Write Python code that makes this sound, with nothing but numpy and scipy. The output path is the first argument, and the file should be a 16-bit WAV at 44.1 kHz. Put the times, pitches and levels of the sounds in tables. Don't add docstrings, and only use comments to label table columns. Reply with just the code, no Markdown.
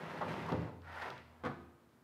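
import sys
import numpy as np
from scipy import signal
from scipy.fft import rfft, irfft
from scipy.io import wavfile

SR = 44100
rng = np.random.default_rng(int(sys.argv[2]) if len(sys.argv) > 2 else 0)


def int16_out(signal):
    q = np.round(np.clip(np.atleast_2d(signal).T, -1, 1) * 32767)
    wavfile.write(sys.argv[1], SR, q.astype(np.int16))


N = 89522
TIME = np.arange(N) / SR
STOP_S = 1.44

# (time [s], relative level [dB])
DRAG_PRESSURE = [(0, -44.5), (.1, -45), (.195, -43), (.25, -44.5), (.3, -40), (.37, -41.5), (.46, -45),
                 (.505, -42), (.56, -50.5), (.59, -51.5), (.63, -48.5), (.68, -63), (.72, -74), (.79, -79),
                 (.85, -100)]
# (time [s], relative level [dB])
RUN_SPEED = [(.78, -87.5), (.83, -61.5), (.88, -49.5), (.95, -44.5), (1.02, -41), (1.085, -42.5),
             (1.13, -52.5), (1.2, -89), (1.26, -67), (1.43, -62)]
# (frequency [Hz], relative level [dB], t60 [s])
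SHEET_MODES = [(88, -6, .3), (116, -7, .14), (150, -2, .13), (178, -6, .13), (270, -3, .1), (297, -4, .18),
               (435, -1, .1), (587, -2, .18), (653, 0, .16), (942, -2, .15), (1080, -1, .15),
               (1253, -4, .22)]


def from_db(db):
    return 10 ** (np.asarray(db) / 20)


def rms_one(x):
    return x / np.sqrt(np.mean(x ** 2) + 1e-20)


def unit_energy(x):
    return x / np.sqrt(np.sum(x ** 2) + 1e-20)


def in_time(rows):
    time_s, *columns = np.transpose(rows)
    return [np.interp(TIME, time_s, column) for column in columns]


def at_hz(points, hz):
    table_hz, value = np.transpose(points)
    return np.interp(np.log(hz + 1), np.log(table_hz), value)


def through(x, response):
    return signal.fftconvolve(x, response)[:N]


def high_pass(x, order, hz):
    return signal.sosfilt(signal.butter(order, hz, "high", fs=SR, output="sos"), x)


def band_pass(x, low_hz, high_hz):
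    return signal.sosfilt(signal.butter(2, [low_hz, high_hz], "band", fs=SR, output="sos"), x)


def colour(points):
    size = 8192
    hz = np.arange(size // 2 + 1) * SR / size
    cepstrum = irfft(np.log(from_db(at_hz(points, hz))))
    cepstrum[1:size // 2] *= 2
    cepstrum[size // 2 + 1:] = 0
    return unit_energy(irfft(np.exp(rfft(cepstrum))))


def ringing(modes):
    total = np.zeros(N)
    for hz, db, t60_s in modes:
        decay = from_db(db - 60 * TIME / t60_s) / np.sqrt(t60_s)
        total += decay * np.sin(2 * np.pi * hz * TIME)
    return unit_energy(total)


def dense_ring(t60_s):
    decay = from_db(-60 * TIME / t60_s)
    spectrum = rfft(rng.standard_normal(N) * decay)
    flat = irfft(spectrum / np.abs(spectrum), N)
    return unit_energy(flat * decay ** .25)


def grains(per_s, spread_db):
    size_db = spread_db * np.minimum(rng.exponential(1, N), 4)
    sizes = from_db(size_db) * rng.choice([-1, 1], N)
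    return rms_one(sizes * (rng.random(N) < per_s / SR))


def waver(per_s, depth_db):
    return from_db(depth_db * np.interp(TIME * per_s, np.arange(2000), rng.standard_normal(2000)))


def contacts(rows):
    force = np.zeros(N)
    for time_s, db, cutoff_hz in rows:
        click = np.full(N, 1e-18)
        click[int(time_s * SR)] = from_db(db)
        force += signal.lfilter(*signal.butter(1, min(cutoff_hz, SR / 3), fs=SR), click)
    return force


def gliding_resonance(x, hz, width_hz):
    radius = np.exp(-np.pi * width_hz / SR)
    out, state, block = np.zeros(N), np.zeros(2), 128
    for i in range(0, N, block):
        w = 2 * np.pi * hz[i] / SR
        gain = np.sqrt(2 * (1 - radius * radius)) * np.sin(w)
        poles = [1, -2 * radius * np.cos(w), radius * radius]
        out[i:i + block], state = signal.lfilter([gain], poles, x[i:i + block], zi=state)
    return out


def clatter(blow, split_hz, t60_s, scatter_db):
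    thump = signal.sosfilt(signal.butter(1, 1200, fs=SR, output="sos"), blow)
    treble = high_pass(blow, 2, split_hz)
    return thump + from_db(scatter_db) * through(treble, dense_ring(t60_s))


def shop(x, wet_db):
    # (frequency [Hz], t60 [s])
    shop_t60 = [(130, 0.75), (400, 0.63), (1500, 0.52), (5000, 0.72), (14000, 0.25)]
    edges_hz = np.geomspace(45, 18000, 10)
    tail, white = np.zeros(N), rng.standard_normal((2, N))
    for k, (low_hz, high_hz) in enumerate(zip(edges_hz, edges_hz[1:])):
        t60_s = at_hz(shop_t60, np.sqrt(low_hz * high_hz))
        tail += band_pass(white[k % 2], low_hz, high_hz) * from_db(-60 * TIME / t60_s)
    onset = np.minimum(TIME / 0.0069, 1)
    return x + from_db(wet_db) * through(x, unit_energy(tail * onset))


def air():
    # (frequency [Hz], relative level [dB])
    air_colour = [(25, -15), (50, -9), (80, 5), (150, 4), (260, 4), (600, -2), (1300, -5.5), (2500, -15.5),
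                  (6000, -23.5), (15000, -25.5)]
    return from_db(-68) * through(rng.standard_normal(N), colour(air_colour))


def shudder():
    # (frequency [Hz], relative level [dB])
    shudder_colour = [(50, -33), (90, -21), (120, 5.5), (155, -0.5), (190, -7), (250, -17.5), (400, -37),
                      (2000, -64)]
    start_s, rise_s, t60_s, level_db = 1.06, 0.063, 0.7, -50.5
    age_s = np.maximum(TIME - start_s, 0)
    level = np.minimum(age_s / rise_s, 1) * from_db(level_db - 60 * age_s / t60_s)
    return through(rng.standard_normal(N) * level, colour(shudder_colour))


def rods():
    # (time [s], pitch [Hz], level [dB])
    flex = [(.5, 89, -83), (.58, 87.8, -50), (.72, 86.9, -59.5), (.9, 85.9, -56), (1.02, 81.4, -65.5),
            (1.1, 81.8, -72), (1.3, 79.7, -64.5), (1.45, 85.3, -63), (1.65, 80.2, -63.5), (1.8, 79.7, -79),
            (2.03, 82.4, -86)]
    # (time [s], level [dB])
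    sing_level = [(.7, -72.5), (1.35, -70), (1.9, -75.5)]
    sing_hz = 239.4
    flex_hz, flex_db = in_time(flex)
    hum = np.sin(2 * np.pi * np.cumsum(flex_hz) / SR)
    hum = hum * from_db(flex_db) * waver(per_s=28, depth_db=3.0)
    sing = np.sin(2 * np.pi * sing_hz * TIME)
    sing = sing * from_db(in_time(sing_level)[0]) * waver(per_s=10, depth_db=0.5)
    return np.sqrt(2) * (hum + sing)


def ticks():
    # (time [s], relative level [dB], high-pass corner [Hz])
    tick_rows = [(.2158, -33, 2800), (0.331, -32, 7000), (0.463, -28.5, 6000), (0.49, -27, 7000),
                 (0.5217, -27, 1500), (0.619, -37, 5000), (0.8188, -44.5, 2430), (1.022, -30.5, 1510),
                 (1.103, -27, 2000), (1.179, -36.5, 1500), (1.892, -55, 2520)]
    # (frequency [Hz], relative level [dB])
    tick_colour = [(300, 8), (1200, -14), (2500, 15), (5000, 8.5), (7500, -13), (15000, -12.5)]
    clicks = np.zeros(N)
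    for time_s, db, low_hz in tick_rows:
        clicks += high_pass(contacts([(time_s, db, SR / 3)]), 2, min(low_hz, SR / 3))
    return through(through(clicks, colour(tick_colour)), dense_ring(t60_s=0.017))


def crackle(rubbing_db, offset_db):
    # (frequency [Hz], relative level [dB])
    crackle_colour = [(800, -41), (2500, -9), (4500, -5), (7000, -4), (11000, -2), (15000, -17)]
    snaps = grains(per_s=450, spread_db=2.0) * from_db(rubbing_db + offset_db)
    return through(snaps, colour(crackle_colour))


def scuffs():
    # (time [s], half-length [s], level [dB], centre [Hz], width [octaves])
    scuff_rows = [(0.498, 0.011, -42.5, 960, 0.6), (0.527, .007, -40.5, 616, 1.26),
                  (0.676, 0.018, -49, 670, 1.1), (1.029, 0.0091, -51.5, 1820, 0.54),
                  (1.079, 0.03, -51.5, 368, 1.09), (1.175, 0.036, -60.5, 1800, .9)]
    total = np.zeros(N)
    for time_s, half_s, db, hz, octaves in scuff_rows:
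        half_width = 2 ** (octaves / 2)
        rub = band_pass(grains(per_s=5300, spread_db=1.5), hz / half_width, hz * half_width)
        swell = np.exp(-((TIME - time_s) / half_s) ** 2 / 2)
        total += from_db(db) * swell * rms_one(rub)
    return total


def judder():
    # (frequency [Hz], relative level [dB])
    judder_colour = [(100, -39), (400, 4.5), (1050, 9), (1600, -1), (2600, -23), (3600, -18), (5000, -45),
                     (15000, -54)]
    start_s, length_s, edge_s = .207, .029, 0.00074
    slips_per_s = 450 * waver(per_s=480, depth_db=3.0)
    slips = np.diff(np.floor(np.cumsum(slips_per_s) / SR), prepend=0)
    gate = np.clip(np.minimum(TIME - start_s, start_s + length_s - TIME) / edge_s, 0, 1)
    return from_db(-38.5) * through(rms_one(slips) * gate, colour(judder_colour))


def bumps():
    # (time [s], relative level [dB], contact cut-off [Hz])
    bump_rows = [(.5195, -11.5, 1480), (.5274, -11, 1500), (.5335, -15, 1100), (.543, -7.5, 307),
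                 (.5895, -7.5, 99)]
    # (frequency [Hz], relative level [dB])
    bump_colour = [(40, -19), (90, 4.5), (160, 3.5), (260, 7.5), (370, 2), (480, 8.5), (700, -0.5),
                   (1100, -3), (3000, -28.5), (15000, -38)]
    force = contacts(bump_rows)
    thud = clatter(through(force, colour(bump_colour)), split_hz=400, t60_s=.055, scatter_db=-0.5)
    return from_db(-1.0) * thud + from_db(-2.5) * through(force, ringing(SHEET_MODES))


def drag():
    # (frequency [Hz], relative level [dB])
    drag_colour = [(55, -51), (100, -14), (160, 8), (260, -1), (600, -0.5), (1100, -3.5), (2000, -7.5),
                   (3200, -18), (5000, -26.5), (7500, -37.5), (15000, -44.5)]
    # (time [s], relative level [dB])
    boom_level = [(0, -82), (.12, -73), (.2, -53), (.27, -47), (.37, -47.5), (.47, -50), (.53, -39.5),
                  (.6, -48), (.68, -52), (.74, -57.5), (.85, -95)]
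    # (frequency [Hz], relative level [dB])
    boom_colour = [(40, -38.5), (62, -30), (88, -4.5), (125, -3.5), (160, -1.5), (220, -10.5), (400, -9.5),
                   (800, -21.5), (3000, -80.5)]
    pressure = from_db(in_time(DRAG_PRESSURE)[0] - 3)
    friction = grains(per_s=5000, spread_db=2.5) * waver(per_s=66, depth_db=0.75) * pressure
    load = grains(per_s=900, spread_db=3.0) * from_db(in_time(boom_level)[0] - 0.5)
    scrape = through(friction, colour(drag_colour))
    sheet = from_db(-15.5) * through(friction, ringing(SHEET_MODES))
    return scrape + sheet + through(load, colour(boom_colour))


def carriage():
    # (frequency [Hz], relative level [dB])
    run_colour = [(100, -14), (450, -10.5), (680, 1), (1000, -0.5), (1500, -3.5), (2000, -6), (3000, -17.5),
                  (4800, -23), (7000, -37.5), (15000, -43)]
    # (frequency [Hz], relative level [dB], t60 [s])
    rail_modes = [(680, -1, .12), (824, -3, .12), (942, -2, .12), (1005, -1, .1), (1085, -1, .12),
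                  (1197, -3, .12), (1426, 3, .18), (1518, -1, .12), (1905, -1, .12), (2005, -1, .12)]
    # (time [s], centre [Hz])
    sweep = [(.85, 1540), (1.01, 1590), (1.045, 1090), (1.085, 935), (1.14, 790)]
    speed = waver(per_s=130, depth_db=1.5) * from_db(in_time(RUN_SPEED)[0] - 4.0) * (TIME < STOP_S)
    balls = grains(per_s=5000, spread_db=2.0) * speed
    patter = grains(per_s=5000, spread_db=3) * speed
    glide = high_pass(gliding_resonance(patter, in_time(sweep)[0], width_hz=650), 3, 600)
    run = from_db(-2.0) * through(balls, colour(run_colour))
    rails = from_db(-17) * through(glide, ringing(rail_modes))
    return run + rails + from_db(-5.5) * glide


def knock():
    # (time [s], relative level [dB], contact cut-off [Hz])
    knock_rows = [(1.4375, -18.5, 2540), (1.4432, -14.5, 1080), (1.4505, -15.5, 4500),
                  (1.4592, -12.5, 1400), (1.4632, -12.5, 1800), (1.4697, -11, 910), (1.4895, -11, 180),
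                  (1.4978, -9, 256), (1.5145, -22.5, 1210)]
    # (frequency [Hz], relative level [dB])
    knock_colour = [(40, -28), (80, -10), (130, 3.5), (250, 5), (550, -2.5), (1200, 0), (1850, -6),
                    (2900, -13), (4200, -15), (7000, -26.5), (15000, -29)]
    # (frequency [Hz], relative level [dB], t60 [s])
    stop_modes = [(118, -2, .3), (147.7, 6, 0.078), (243, -8, 0.14), (345, 1, 0.68), (448.4, 0, 0.32),
                  (510, 8.5, 0.13), (675, -3.5, 0.091), (900, -32, 0.45), (948, -13, 0.15),
                  (1140, -0.5, 0.16), (1254, -14, .28), (1462, 0, 0.25), (1714, -15, 0.32),
                  (2390, -13, 0.092)]
    force = contacts(knock_rows)
    blow = through(force, colour(knock_colour))
    rattle = from_db(-1.0) * clatter(blow, split_hz=490, t60_s=0.092, scatter_db=0.5)
    body = from_db(-6.5) * through(blow, dense_ring(t60_s=0.63))
    ring = from_db(-0.5) * through(force, ringing(stop_modes))
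    return rattle + body + ring


def scene():
    splinters = crackle(in_time(DRAG_PRESSURE)[0], offset_db=-35.5)
    grit = crackle(in_time(RUN_SPEED)[0], offset_db=-37.5) * (TIME < STOP_S)
    bench = shop(drag() + judder() + bumps() + scuffs() + splinters, wet_db=-6.5)
    rails = shop(carriage() + ticks() + grit, wet_db=-6.5)
    stop = shop(knock(), wet_db=-11)
    return (air() + shudder() + rods() + bench + rails + stop)[None]


def record(dry):
    dry = high_pass(dry, 5, 62)
    return signal.sosfilt(signal.ellip(10, .1, 70, 15550, fs=SR, output="sos"), dry)


dry = scene()
out = record(dry)
int16_out(out)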